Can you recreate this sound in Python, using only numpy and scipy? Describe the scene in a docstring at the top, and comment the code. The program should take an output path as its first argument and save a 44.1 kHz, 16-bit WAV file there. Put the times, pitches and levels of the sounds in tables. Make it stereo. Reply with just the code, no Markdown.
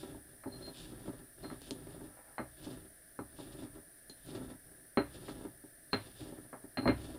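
"""Grinding spice in a stone mortar

A stone pestle grinds dry spice in a stone mortar on a wooden table, in uneven strokes, in a quiet room.
Tiny slips shake the mortar and the table top, crushed powder crackles, and bare stone makes the pestle sing.
Now and then the pestle knocks on the bowl and rebounds, or a seed cracks; room air and a faint hiss lie under it.
Slips and breaking grains are random tiny blows, played through rings and short bursts of shaped noise."""
import sys
import numpy as np
from scipy import signal
from scipy.fft import rfft, irfft
from scipy.io import wavfile
from scipy.ndimage import uniform_filter1d

SR = 44100
rng = np.random.default_rng(int(sys.argv[2]) if len(sys.argv) > 2 else 0)


def to_wav(sig):
    """Store sig (one row per channel, or 1-D mono) as 16-bit WAV at the path in sys.argv[1].

    Samples outside -1..1 are clipped; the rate is SR.
    """
    pcm = np.clip(np.atleast_2d(sig), -1, 1) * 32767
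    pcm = np.round(pcm).astype(np.int16)
    wavfile.write(sys.argv[1], SR, pcm.T)  # frames by channels


N = 316638  # length of the scene in samples
RING_N = 32768  # length of one ring in samples
TIME = np.arange(N) / SR  # seconds since the start of the scene
AGE = np.arange(RING_N) / SR  # seconds since a blow

# The pestle's own bending modes. Each row: pitch in Hz, relative level in dB, time to fall by 60 dB in seconds.
PESTLE_MODES = [(4155, -3.5, 0.15), (4190, 3, 0.11), (8900, -23, 0.079)]


def grinding(table, bowl):
    """Slips under pressure shake the table, coarse grit rattles the bowl, and powder crackles as it is crushed."""
    pressure, grit, crushing = effort()
    catch = uneven(rate=62, depth_db=3.0)
    slips = grains(rate=480, spread_db=4.5) * catch
    breaking = grains(rate=2400, spread_db=1.0) * catch

    shaking = undb(-2.0) * driven(slips * pressure, thud(table))
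    rattle = undb(-1.5) * driven(slips * grit, clack(bowl, hard_hz=1750))
    crackle = undb(1.0) * driven(breaking * crushing, snap())

    # the arm's weight rocks the whole table: a low rumble that follows the pressure
    rumble = [(15, -20), (45, 2.5), (75, -9), (115, -1), (170, 0), (300, -57.5)]  # Hz, relative dB
    sway = noise(rumble, width=0.42, size=N) * (pressure / undb(-51)) ** 0.75
    return shaking + rattle + crackle + undb(-58.0) * sway


def effort():
    """Pressure on the spice, and the grit rattle and crushing that go with it, as gains over time."""
    # The pestle bears down on the spice.
    # Each row: start in seconds, length in seconds, pressure in dB, change of pressure by the end in dB.
    strokes = [(0.0, 0.16, -50, 0), (0.305, .02, -57, -0.5), (0.537, 0.14, -51.5, 4.5),
               (0.817, 0.31, -49, -1), (1.182, 0.021, -53, -0.5), (1.429, 0.12, -47, -2),
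               (1.678, 0.39, -53, 3), (2.636, 0.21, -47, -7), (3.395, 0.25, -49.5, 1.5),
               (3.72, 0.068, -56.5, 2), (4.291, 0.22, -45.5, -2.5), (4.66, 0.15, -61.5, -12),
               (5.121, .33, -52, 5), (6.05, .03, -50.5, -3), (6.212, 0.27, -43, -20.5),
               (6.99, 0.16, -47.5, -2.5)]
    # The pestle skims lightly along the wall.
    # Each row: start in seconds, length in seconds, grit level in dB, change by the end in dB.
    skims = [(2.138, 0.27, -60.5, -10)]
    # The pestle bites into a heap of unbroken spice. Each row: time of the peak in seconds, level in dB.
    bites = [(0.0, -56), (.82, -54), (1.67, -56.5), (2.655, -56), (3.42, -61.5), (3.59, -63.5),
             (4.31, -56.5), (5.16, -59.5), (5.291, -56), (6.05, -61.5), (6.21, -55), (7.04, -58)]
    press_attack_s, press_release_s = 0.075, 0.066  # time to rise or fall by 20 dB
    bite_attack_s, bite_release_s = 0.14, 0.12  # time to rise or fall by 20 dB
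    resting_db = -72  # the pestle's own weight, always there
    grit_db, powder_db = -11.5, -19  # grit rattle and crackle of ground powder, relative to the pressure

    pressing = [swell(*row, press_attack_s, press_release_s) for row in strokes]
    pressure = undb(resting_db) + np.max(pressing, axis=0)
    skimming = sum(swell(*row, press_attack_s, press_release_s) for row in skims)
    biting = np.max([swell(s, 0, db, 0, bite_attack_s, bite_release_s) for s, db in bites], axis=0)

    grit = np.hypot(undb(grit_db) * pressure, skimming)
    crushing = np.hypot(undb(powder_db) * pressure, biting)
    return pressure, grit, crushing


def uneven(rate, depth_db):
    """The pestle catches and slides: a gain that wanders many times a second."""
    steps = rng.standard_normal(N // 100)
    gain = undb(depth_db * np.interp(TIME * rate, np.arange(len(steps)), steps))
    return gain / rms(gain)


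def swell(s, length, db, change_db, attack, release):
    """Gain of one gesture: it rises, holds with a steady drift, and dies away."""
    held = np.clip((TIME - s) / max(length, .001), 0, 1)  # 0 at the start, 1 at the end
    before = np.maximum(s - TIME, 0) / attack
    after = np.maximum(TIME - s - length, 0) / release
    return undb(db + change_db * held - 20 * (before + after))


def singing(pestle):
    """Stick and slip on bare stone keeps the pestle's modes going."""
    # Bare stone rubs on stone.
    # Each row: start in seconds, length in seconds, level in dB relative to the other rubs.
    rubs = [(0.475, .008, -66), (0.52, 0.034, -64), (0.614, 0.076, -61), (1.435, 0.016, -62),
            (1.474, 0.043, -66.5), (5.925, .005, -52), (6.8, .07, -61.5)]
    attack_s, release_s = 0.013, 0.018  # time to rise or fall by 20 dB
    rub = sum(swell(s, length, db, 0, attack_s, release_s) for s, length, db in rubs)
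    slips = grains(rate=430, spread_db=2.5)
    return undb(5.5) * driven(slips * rub, ring(pestle))


def knocks(table, bowl, pestle):
    """Each blow rings table, bowl and pestle; a breaking seed lets the pestle drop with a small thud."""
    # The pestle knocks on the bowl and rebounds. Each row: start in seconds, thud in dB, clack in dB,
    # hardness of the contact as a corner in Hz, thud of the rebound in dB. Levels are before the trims in blow().
    hits = [(.436, -59, -46.5, 1700, -58), (.458, -30.5, -49, 1090, -40.5), (1.443, -35.5, -43, 1680, -48),
            (1.501, -48, -42.5, 1690, -34.5), (2.381, -54, -31, 1830, -30.5),
            (3.190, -30, -34.5, 1420, -54), (3.388, -45, -47, 1250, -42.5), (4.973, -17, -22, 2320, -22),
            (5.283, -34, -40, 2080, -39), (5.931, -25, -26, 4670, -22), (6.529, -41, -40.5, 1170, -43),
            (6.772, -32.5, -31, 3400, -26), (6.829, -30.5, -41.5, 1500, -39),
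            (6.856, -19.5, -26.5, 1400, -29), (6.876, -16.5, -24.5, 2870, -25),
            (6.895, -21.5, -28.5, 2580, -42)]
    # The pestle lurches over a coarse grain and lands cushioned.
    # Each row: start in seconds, thud in dB before the trim in blow().
    bumps = [(.146, -37.5), (.921, -41), (1.078, -31.5), (1.708, -35), (2.011, -38), (2.036, -41.5),
             (2.408, -28.5), (2.667, -33.5), (3.624, -40.5), (4.410, -34.5), (5.41, -36.5), (5.449, -33),
             (5.638, -42), (6.323, -36), (6.639, -38)]
    # Seeds crack under the pestle. Each row: start in seconds, level of the snap in dB, pestle ring in dB.
    cracks = [(1.618, -47.5, -66), (1.7089, -36, -58), (4.097, -46, -51), (4.262, -58, -70),
              (5.282, -59, -71)]
    rebound_s, rebound_hardness = .012, 0.91  # delay; share of the first hardness
    rebound_clack_db, bump_clack_db = -10.5, -18  # clack relative to its thud, before the trims
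    bump_hard_hz = 1140

    def blow(thud_db, clack_db, hard_hz):
        """One contact; the softer it is, the less it reaches up to the pestle's note."""
        note_hz = PESTLE_MODES[0][0]
        reach = undb(-1) / np.hypot(1, (note_hz / hard_hz) ** 3)
        stone = clack(bowl, hard_hz) + reach * ring(pestle)
        return undb(thud_db - 7) * thud(table) + undb(clack_db - 3.5) * stone

    out = np.zeros((2, N))
    for s, thud_db, clack_db, hard_hz, rebound_db in hits:
        add(out, s, blow(thud_db, clack_db, hard_hz))
        rebound = blow(rebound_db, rebound_db + rebound_clack_db, hard_hz * rebound_hardness)
        add(out, s + rebound_s, rebound)
    for s, db in bumps:
        add(out, s, blow(db, db + bump_clack_db, bump_hard_hz))
    for s, db, ring_db in cracks:
        crack = snap() + undb(-5.5) * thud(table)
        add(out, s, undb(db) * crack + undb(ring_db) * ring(pestle))
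    return out


def thud(waves):
    """The table top answers a push on the mortar."""
    return placed(struck(strike(waves, scatter_db=1.0, width=0.23)), pan_db=0.9)


def clack(bowl, hard_hz):
    """Stone meets stone: a crack, the ring of bowl and board, then the room; spice in between softens the contact."""
    # Dense higher modes of bowl and board, as noise. Each row: pitch in Hz, relative level in dB.
    dense_modes = [(300, -16), (600, 9), (900, 2.5), (1300, 1.5), (1900, 1), (2600, -3), (3600, -7.5),
                   (5000, -17), (9000, -35)]
    direct = noise(dense_modes, width=0.32, size=RING_N) * (fade(0.0089) + undb(-7.5) * fade(0.15))
    room_swell = fade(0.3) * (1 - fade(0.034))  # the room answers a little later
    room = undb(-12.5) * noise(dense_modes, width=1.0, size=RING_N) * room_swell
    modes = undb(-7) * struck(strike(bowl, scatter_db=1.5, width=0.62))
    contact = signal.butter(3, min(hard_hz, SR / 3), fs=SR, output="sos")  # a soft contact dulls the sound
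    return placed(struck(signal.sosfilt(contact, direct + room + modes)), pan_db=-3.5)


def ring(waves):
    """The pestle rings, damped by the fist; the room holds the note a little longer."""
    note = [(3600, -44), (3980, -5), (4170, 1), (4380, -27), (4700, -37)]  # Hz, relative dB
    room = undb(-7.5) * noise(note, width=0.44, size=RING_N) * fade(0.19)
    direct = struck(strike(waves, scatter_db=3.5, width=0.27))
    return placed(struck(direct + room), pan_db=-2.2)


def snap():
    """A brittle grain breaks: a sharp tick and a faint room tail."""
    # Colour of breaking spice. Each row: pitch in Hz, relative level in dB.
    crunch = [(500, 10.5), (1500, -20), (3400, 9.5), (5000, 2), (7000, 1), (10000, 0.5), (14000, -38),
              (16000, -27)]
    tick = noise(crunch, width=0.95, size=RING_N) * fade(0.0025)
    tail = undb(-24.5) * noise(crunch, width=0.4, size=RING_N) * fade(0.17)
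    return struck(tick + tail)


def room_air():
    """The still air of the room: steady, wide, shaped noise."""
    # Colour of the room air. Each row: pitch in Hz, relative level in dB per Hz.
    air_colour = [(20, -2), (45, 1), (140, -17), (290, -1.5), (480, -8), (660, -1), (880, -21.5),
                  (1150, -18.5), (1450, -9), (1720, 0.5), (2050, -12), (2600, -21.5), (5600, -15.5),
                  (7000, -25)]
    return undb(-63) * noise(air_colour, width=1.0, size=N)


def hiss():
    """One thin electronic hiss, shared by both channels, with a phase difference that varies with pitch."""
    # Colour of the microphone hiss. Each row: pitch in Hz, relative level in dB per Hz.
    hiss_colour = [(5000, -40), (7400, -22), (8800, -12), (9500, -1), (10000, 0), (10800, -11),
                   (11800, -15), (14000, -11), (16000, -20)]
    # Phase difference between left and right. 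Each row: pitch in Hz, phase difference in radians.
    phase_table = [(5000, 0.2), (8350, 6.0), (9800, 7.7), (13200, 12.0), (14400, 13.0), (15800, 15.5)]
    left = noise(hiss_colour, width=0, size=N)[0]
    hz = np.arange(N // 2 + 1) * SR / N
    phase = np.interp(hz, *np.transpose(phase_table))
    right = irfft(rfft(left) * np.exp(-1j * phase), N)
    return undb(-57.5) * np.array([left, right])


def mode_waves(modes, cycles):
    """One complex ring per mode; each needs some cycles to build up, so the lows come late."""
    waves = []
    for hz, db, t60 in modes:
        build_up = 1 - np.exp(-AGE * hz / cycles)
        waves.append(undb(db) * fade(t60) * build_up * np.exp(2j * np.pi * hz * AGE))
    return np.array(waves)


def strike(waves, scatter_db, width):
    """Each contact point weights the modes differently; each side gets its own phase."""
    size, turn = rng.standard_normal((2, len(waves)))
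    phase = 2 * np.pi * rng.random(len(waves)) + width * np.array([turn, -turn])
    weights = undb(scatter_db * size) * np.exp(1j * phase)
    return (weights @ waves).imag


def grains(rate, spread_db):
    """Random tiny blows, about rate per second, many weak and a few strong, at level 1."""
    size = undb(spread_db * np.minimum(rng.exponential(size=N), 4))
    happens = rng.random(N) < rate / SR
    x = happens * size * rng.choice([-1, 1], N)
    return x / rms(x)


def driven(force, response):
    """A train of tiny blows played through a response, which is scaled to keep the level of the train."""
    x = signal.fftconvolve(force[None], response, axes=1)[:, :N]
    return x / np.sqrt(np.sum(response ** 2) / 2)


def noise(spectrum, width, size):
    """Stereo noise of a given spectrum; width is side over mid, and the bass stays nearer the middle."""
    hz, db = np.transpose(spectrum)
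    f = np.arange(size // 2 + 1) * SR / size + 1  # the 1 avoids the logarithm of zero
    colour = undb(np.interp(np.log(f), np.log(hz), db))
    mid, side = rfft(rng.standard_normal((2, size))) * colour
    side = side * width * np.clip(f / 900, .3, 1)
    x = irfft(np.array([mid + side, mid - side]), size)
    return x / rms(x)


def struck(x):
    """Scale a ring so that its loudest 5 milliseconds near the start have level 1."""
    power = np.mean(x[:, :4096] ** 2, axis=0)
    return x / np.sqrt(uniform_filter1d(power, size=220).max())


def fade(t60):
    """Exponential decay over the length of a ring, by 60 dB in t60 seconds."""
    return np.exp(-np.log(1000) * AGE / t60)


def placed(x, pan_db):
    """Lean a sound left (plus) or right (minus)."""
    return x * undb(np.array([[pan_db], [-pan_db]]) / 2)


def add(out, s, x):
    """Mix a stereo sound in at time s."""
    i = max(int(s * SR), 0)
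    out[:, i:i + x.shape[1]] += x[:, :N - i]


def undb(db):
    """Decibels to gain."""
    return 10 ** (np.asarray(db) / 20)


def rms(x):
    """Root mean square."""
    return np.sqrt(np.mean(x ** 2))


def scene():
    """Mortar work over the still air of the room and the hiss."""
    # Mortar and table top ring together.
    # Each row: pitch in Hz, relative level in dB, time to fall by 60 dB in seconds.
    table_modes = [(65, -20.5, 0.88), (103.3, -13.5, 0.4), (125, -11, 0.33), (195.6, -6.5, 0.15),
                   (233.5, -12, 0.26), (258.8, 3.5, 0.12), (287.2, -1.5, 0.18), (314.7, -2, 0.15),
                   (374, -3.5, 0.12), (402, -2.5, 0.13), (506.5, -12.5, 0.12), (570, -10.5, 0.19),
                   (659.5, -13.5, 0.11), (819.7, -17.5, 0.12), (899, -12, 0.11)]
    # Higher modes of the bowl on its board.
    # Each row: pitch in Hz, relative level in dB, time to fall by 60 dB in seconds.
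    bowl_modes = [(825, 0, 0.18), (965, -4.5, 0.17), (1073, -10, 0.089), (1176, -5, 0.17),
                  (1225, -3.5, 0.16), (1321, 5, 0.11), (1504, -0.5, 0.11), (1642, 1, 0.12),
                  (1900, -3, 0.096), (2116, 1, 0.14), (2370, -6.5, 0.084), (2780, -8.5, 0.17)]
    table = mode_waves(table_modes, cycles=0.48)
    bowl = mode_waves(bowl_modes, cycles=0.43)
    pestle = mode_waves(PESTLE_MODES, cycles=1.7)

    mortar_work = grinding(table, bowl) + singing(pestle) + knocks(table, bowl, pestle)
    return mortar_work + room_air() + hiss()


def record(dry):
    """The recorder cuts the top: a steep low-pass filter at 15750 Hz."""
    return signal.sosfilt(signal.ellip(10, .2, 80, 15750, fs=SR, output="sos"), dry)


dry = scene()
out = record(dry)
to_wav(out)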